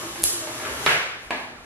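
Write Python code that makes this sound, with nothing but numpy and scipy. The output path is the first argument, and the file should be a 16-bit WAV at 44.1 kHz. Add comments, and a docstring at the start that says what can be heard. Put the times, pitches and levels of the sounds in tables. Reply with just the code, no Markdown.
"""First a plastic ruler scrapes and hisses over laminating film on a table top, in a bare, echoing room.
Friction is dense random slips through coloured pulses; ruler and table hum as unsteady sine tones.
The film snaps in bright clicks as a trapped bubble gives way; hands and ruler thud softly on the table.
At the end of the stroke the ruler clacks as it is lifted, is set down again and starts a lighter stroke.
The microphone above the table hears it all in the middle, with a wide room tail and a steady low rush."""
import sys
import numpy as np
from scipy import signal
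from scipy.fft import rfft, irfft, next_fast_len
from scipy.io import wavfile
from scipy.ndimage import map_coordinates

SR = 44100
rng = np.random.default_rng(int(sys.argv[2]) if len(sys.argv) > 2 else 0)


def inscribe(sig):
    """Save sig as 16-bit PCM at rate SR to the path in sys.argv[1].

    A 1-D sig is mono; a 2-D sig holds one channel per row.
    Samples are clipped to [-1, 1] before scaling.
    """
    pcm = np.round(np.clip(np.atleast_2d(sig).T, -1, 1) * 32767)
    wavfile.write(sys.argv[1], SR, pcm.astype(np.int16))


N = 72765  # samples
LEAD = SR // 2  # samples of run-up, so that the room already sounds at time 0
TIME = np.arange(-LEAD, N) / SR


def amp(db):
    """Decibels to gain."""
    return 10 ** (np.asarray(db) / 20)


def unit(x):
    """Scaled to rms 1."""
    return x / np.sqrt(np.mean(x ** 2) + 1e-20)


def along(points, hz):
    """Values at hz, read between (Hz, value) points on a log frequency axis."""
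    f, v = np.transpose(points)
    return np.interp(np.log(hz + 1), np.log(f + 1), v)


def gains(rows):
    """One gain per sample for each dB column after the time."""
    seconds, *columns = np.transpose(rows)
    return [amp(np.interp(TIME, seconds, column)) for column in columns]


def wobble(rate):
    """A smooth random curve, rate knots a second."""
    at = (TIME - TIME[0]) * rate
    knots = rng.standard_normal(int(at[-1]) + 4)
    return map_coordinates(knots, [at])


def filtered(x, response):
    """x with its spectrum multiplied by a response of frequency."""
    n = x.shape[-1]
    m = next_fast_len(n + LEAD)
    spectrum = rfft(x, m) * response(np.fft.rfftfreq(m, 1 / SR))
    return irfft(spectrum, m)[..., :n]


def pulse(spectrum, size=4096):
    """The minimum-phase pulse of a colour: its energy comes as early as possible and sums to 1."""
    hz = np.fft.rfftfreq(size, 1 / SR)
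    cepstrum = irfft(np.log(amp(along(spectrum, hz))))
    # fold the cepstrum onto positive time to make the pulse causal
    cepstrum[1:size // 2] *= 2
    cepstrum[size // 2 + 1:] = 0
    wave = irfft(np.exp(rfft(cepstrum)))
    return wave / np.linalg.norm(wave)


def add(track, s, sound):
    """Mix a sound into a track from time s on."""
    part = track[..., round(s * SR):][..., :sound.shape[-1]]
    part += sound[..., :part.shape[-1]]


# Stereo width of the room at the microphone. Each row: frequency in Hz, side over mid in dB.
WIDTH = [(60, -20), (200, -8.5), (380, -9.5), (700, -6.5), (1300, -1), (2400, 2.5), (4400, 6.5), (8000, 6),
         (15000, 5.5)]


def widen(pair):
    """Two unrelated noises to left and right: narrow in the bass, wide in the treble."""
    turn = lambda hz: np.arctan(amp(along(WIDTH, hz)))
    mid, side = filtered(pair, lambda hz: np.array([np.cos(turn(hz)), np.sin(turn(hz))]))
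    return np.array([mid + side, mid - side])


# Decay of the bare room. Each row: frequency in Hz, time to fall by 60 dB in seconds.
ROOM = [(100, 0.36), (300, 0.7638), (1800, 0.7767), (5000, 0.84), (10500, 0.53), (15000, 0.4638)]
BUILD_S = 0.0035  # time constant of the tail's build-up


def in_room(x, room_db):
    """The direct sound in the middle, and a fresh noise tail that builds up and dies by band."""
    hz, t, bands = signal.stft(widen(rng.standard_normal((2, SR))), SR, nperseg=256)
    decay = amp(-60 * t / along(ROOM, hz)[:, None])
    tail = signal.istft(bands * decay, SR, nperseg=256)[1]
    tail = tail * (1 - np.exp(-np.arange(tail.shape[1]) / SR / BUILD_S))
    # room_db is the energy of the tail over that of the direct sound
    response = amp(room_db) * tail / np.sqrt(np.sum(tail ** 2) / 2)
    response[:, 0] += 1
    return signal.fftconvolve(x[None], response, axes=1)


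GRAINS_PER_S, GRAIN_SPREAD_DB = 5000, 2


def friction(spectrum):
    """Dense tiny slips of uneven size, coloured by what they shake."""
    happens = rng.random(len(TIME)) < GRAINS_PER_S / SR
    slips = happens * rng.standard_normal(len(TIME))
    slips = slips * amp(GRAIN_SPREAD_DB * rng.standard_normal(len(TIME)))
    return unit(signal.fftconvolve(slips, pulse(spectrum))[:len(TIME)])


def tone(hz, wander, rate):
    """An unsteady stick-slip vibration: a sine whose pitch wanders by a fraction of itself."""
    unsteady_hz = hz * (1 + wander * wobble(rate))
    return np.sqrt(2) * np.sin(2 * np.pi * np.cumsum(unsteady_hz) / SR)


# The stroke. Each row: time in seconds, level of the scrape in dB, level of the edge's hiss in dB.
STROKE = [(0, -36.5, -36.5), (.12, -45, -38.5), (.3, -42, -35), (.45, -38.5, -38.5), (.56, -40, -35.5),
          (.66, -32.5, -37.5), (.8, -36.5, -35.5), (.9, -29.5, -28.5), (.95, -45, -58), (1.19, -50.5, -57),
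          (1.23, -48.5, -47.5), (1.3, -50, -61), (1.4, -57, -46), (1.47, -45.5, -63), (1.62, -46, -56.5),
          (1.65, -57, -52)]
# Colours of the scrape and of the hiss. Each row: frequency in Hz, relative level in dB per Hz.
SCRAPE = [(40, -34.5), (90, 0), (200, -6), (450, -1), (800, -5.5), (1250, 0), (2200, -7), (3500, -14.5),
          (7000, -23), (15000, -55)]
HISS = [(500, -25.5), (1800, -6.5), (3000, 0.5), (4500, -3.5), (6500, -1), (8500, -4), (11000, -0.5),
        (12500, -4.5), (14500, -19), (16000, -39)]
ROUGH_DB, ROUGH_PER_S = 2.5, 70  # unevenness of the scrape, and its knots a second
RUB_ROOM_DB = 9.5


def stroke():
    """The edge scrapes and hisses over the film: two coloured frictions, heard mostly by way of the room."""
    scrape_gain, hiss_gain = gains(STROKE)
    scrape = scrape_gain * friction(SCRAPE) * amp(ROUGH_DB * wobble(ROUGH_PER_S))
    hiss = hiss_gain * friction(HISS)
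    heard = in_room(scrape + hiss, RUB_ROOM_DB)[:, LEAD:LEAD + N]
    return heard / np.hypot(1, amp(RUB_ROOM_DB))  # direct sound and tail together keep the level


# The ruler's low judder. Each row: time in seconds, level in dB.
JUDDER = [(0, -57), (.06, -38.5), (.11, -47), (.17, -51.5), (.21, -34.5), (.25, -42), (.3, -67),
          (.34, -38.5), (.42, -45), (.55, -46.5), (.72, -47), (.82, -72), (.95, -77)]
JUDDER_HZ, JUDDER_WANDER = 338.2, 0.038
# Its higher groan. Each row: time in seconds, level in dB.
GROAN = [(0, -44.5), (.2, -64), (.37, -57), (.44, -38.5), (.55, -48.5), (.73, -44.5), (.82, -75),
         (.95, -80)]
GROAN_HZ, GROAN_WANDER = 619, 0.011
# A thin squeak as the stroke gets going. Each row: time in seconds, level in dB.
SQUEAK = [(0, -51), (.1, -51), (.14, -54), (.2, -72)]
SQUEAK_HZ = 1093
# A low boom under the end of the stroke. Each row: time in seconds, level in dB.
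BOOM = [(.6, -93), (.72, -45.5), (.8, -50), (.9, -58), (1, -70)]
BOOM_HZ = 69.8


def judder():
    """The dragged ruler judders, groans and squeaks by stick-slip on the table top, which booms faintly."""
    low = gains(JUDDER)[0] * tone(JUDDER_HZ, JUDDER_WANDER, rate=90)
    high = gains(GROAN)[0] * tone(GROAN_HZ, GROAN_WANDER, rate=80)
    squeak = gains(SQUEAK)[0] * tone(SQUEAK_HZ, wander=0.0056, rate=70)
    boom = gains(BOOM)[0] * tone(BOOM_HZ, wander=0.0206, rate=15)
    unsteady = amp(1.7 * wobble(44.1))  # shared flutter of level
    return ((low + high + squeak) * unsteady + boom)[LEAD:]


# Snaps of the film. Each row: start in seconds, energy of the direct click in dB.
SNAPS = [(.078, -69), (0.2227, -57), (.2283, -65), (0.2339, -57), (.235, -48), (0.2389, -31),
         (0.2401, -46.5), (.2452, -53), (0.329, -60), (0.329, -60)]
# Colour of a click. Each row: frequency in Hz, relative level in dB per Hz.
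SNAP = [(100, -18.5), (400, -12), (1500, -22.5), (4000, -8.5), (6000, -7.5), (7000, -3.5), (8800, -3),
        (9900, 0), (11200, -5), (12000, -5), (14000, -23), (16000, -34)]
SNAP_RING_HZ, SNAP_RING_T60_S, SNAP_RING_DB = 10670, 0.0045, -8  # ring level is against the click
SNAP_ROOM_DB = -1


def snaps():
    """The film gives way in bright clicks, most in a quick run, each with a very short ring."""
    clicks, click = np.zeros(N), pulse(SNAP)
    t = np.arange(len(click)) / SR
    ring = np.sin(2 * np.pi * SNAP_RING_HZ * t) * amp(-60 * t / SNAP_RING_T60_S)
    click = click + amp(SNAP_RING_DB) * ring / np.linalg.norm(ring)
    click = click / np.linalg.norm(click)
    for s, db in SNAPS:
        add(clicks, s, amp(db) * np.sqrt(SR) * click)
    return in_room(clicks, SNAP_ROOM_DB)[:, :N]


# Knocks of the ruler. Each row: start in seconds, energy of the direct sound in dB,
# share of flat slap against edge clack from 0 to 1.
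KNOCKS = [(.156, -58.5, 1), (.472, -56.5, 0.98), (0.599, -58, 0.65), (.651, -55, 0.15), (.862, -37, 0),
          (0.8735, -43.5, 0.03), (.914, -44.5, 0), (1.3064, -46, 0.87)]
# Colours of the edge's clack and the flat's slap. Each row: frequency in Hz, relative level in dB per Hz.
CLACK = [(30, -23), (140, -9), (220, -16.5), (500, -4), (1000, -4), (1650, 4), (1900, 0), (2250, 3),
         (3100, -4), (4400, -11), (7000, -22), (11500, -29), (15000, -51)]
SLAP = [(30, -20), (150, -16), (270, -2.5), (450, -5.5), (850, 1.5), (1150, -1), (1420, -13), (1680, 2),
        (1900, -4.5), (2300, -1.5), (3400, -12.5), (4400, -12), (5300, -22), (11000, -26.5), (15000, -47)]
# Colour of the knocks' direct sound, which leaves the table sideways. Each row: frequency in Hz, gain in dB.
SIDEWAYS = [(300, 0.5), (700, 3), (1800, -2), (3500, -1), (5500, -2.5), (11000, -0.5)]
# Ring of the table. Each row: frequency in Hz, relative level in dB, time to fall by 60 dB in seconds.
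TABLE = [(251.6, -2, 0.83), (337, -4, 0.33), (697, 2.5, 0.21), (970, -4, 0.52), (1678, -4, 0.77)]
RING_DB = -2  # energy of the ring against the direct sound, for a wholly flat slap
CHATTER_T60_S, CONTACT_RISE_S = 0.017, 0.001
KNOCK_ROOM_DB = 7


def knocks():
    """Each contact chatters for a moment, echoes in the room and, the flatter it lands, rings the table."""
    track, t = np.zeros((2, N)), np.arange(SR // 2) / SR
    for s, db, flat in KNOCKS:
        body = (1 - flat) * pulse(CLACK) + flat * pulse(SLAP)
        swell = amp(-60 * t / CHATTER_T60_S) * (1 - np.exp(-t / CONTACT_RISE_S))
        chatter = rng.standard_normal(len(t)) * swell
        direct = signal.fftconvolve(chatter, np.convolve(body, pulse(SIDEWAYS)))
        direct = direct / np.linalg.norm(direct)
        echo = in_room(body, KNOCK_ROOM_DB)
        echo[:, :len(body)] -= body  # the tail alone
        ring = sum(amp(level - 60 * t / t60) * np.sin(2 * np.pi * hz * t) for hz, level, t60 in TABLE)
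        ring = flat * amp(RING_DB) * ring / np.linalg.norm(ring)
        for sound in (direct, echo, ring):
            add(track, s, amp(db) * np.sqrt(SR) * sound)
    return track


# Soft low thuds of hands and ruler on the table, some under the knocks.
# Each row: centre in seconds, peak level in dB, pitch in Hz.
THUDS = [(.12, -54, 55), (.15, -51, 130), (0.227, -46, 167), (.245, -42, 70), (.885, -41, 140),
         (0.934, -43, 130), (1.26, -51, 42), (1.35, -53, 50), (1.62, -56.5, 35)]
THUD_S, THUD_WANDER = 0.02, 0.17  # half-width of the swell in seconds, wander of the pitch as a fraction


def thuds():
    """Hands and ruler bear down on the table: a few low cycles that swell and fade."""
    t, track = np.arange(N) / SR, np.zeros(N)
    for s, db, hz in THUDS:
        swell = np.exp(-.5 * ((t - s) / THUD_S) ** 2)
        track += amp(db) * swell * tone(hz, THUD_WANDER, rate=80)[LEAD:]
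    return track


# Colour of the steady background. Each row: frequency in Hz, relative level in dB per Hz.
FLOOR = [(20, -14), (70, -1), (130, -3), (400, -5.5), (1000, -18), (3000, -21), (10000, -27), (15000, -46)]
FLOOR_DB = -51.5


def background():
    """The room's steady low rush: wide noise with most of its level in the bass."""
    noise = widen(rng.standard_normal((2, N)))
    return amp(FLOOR_DB) * unit(filtered(noise, lambda hz: amp(along(FLOOR, hz))))


def scene():
    """Everything at the microphone above the table."""
    return stroke() + judder() + snaps() + knocks() + thuds() + background()


# The recorder's treble. Each row: frequency in Hz, gain in dB.
MIC = [(11500, 0), (13000, -2), (14200, 0), (15600, -7.5)]
TOP_HZ = 15700  # band limit


def record(dry):
    """Peaks beyond full scale clip; the top treble rolls off and ends at the band limit."""
    return filtered(np.clip(dry, -1, 1), lambda hz: amp(along(MIC, hz)) * (hz < TOP_HZ))


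dry = scene()
out = record(dry)
inscribe(out)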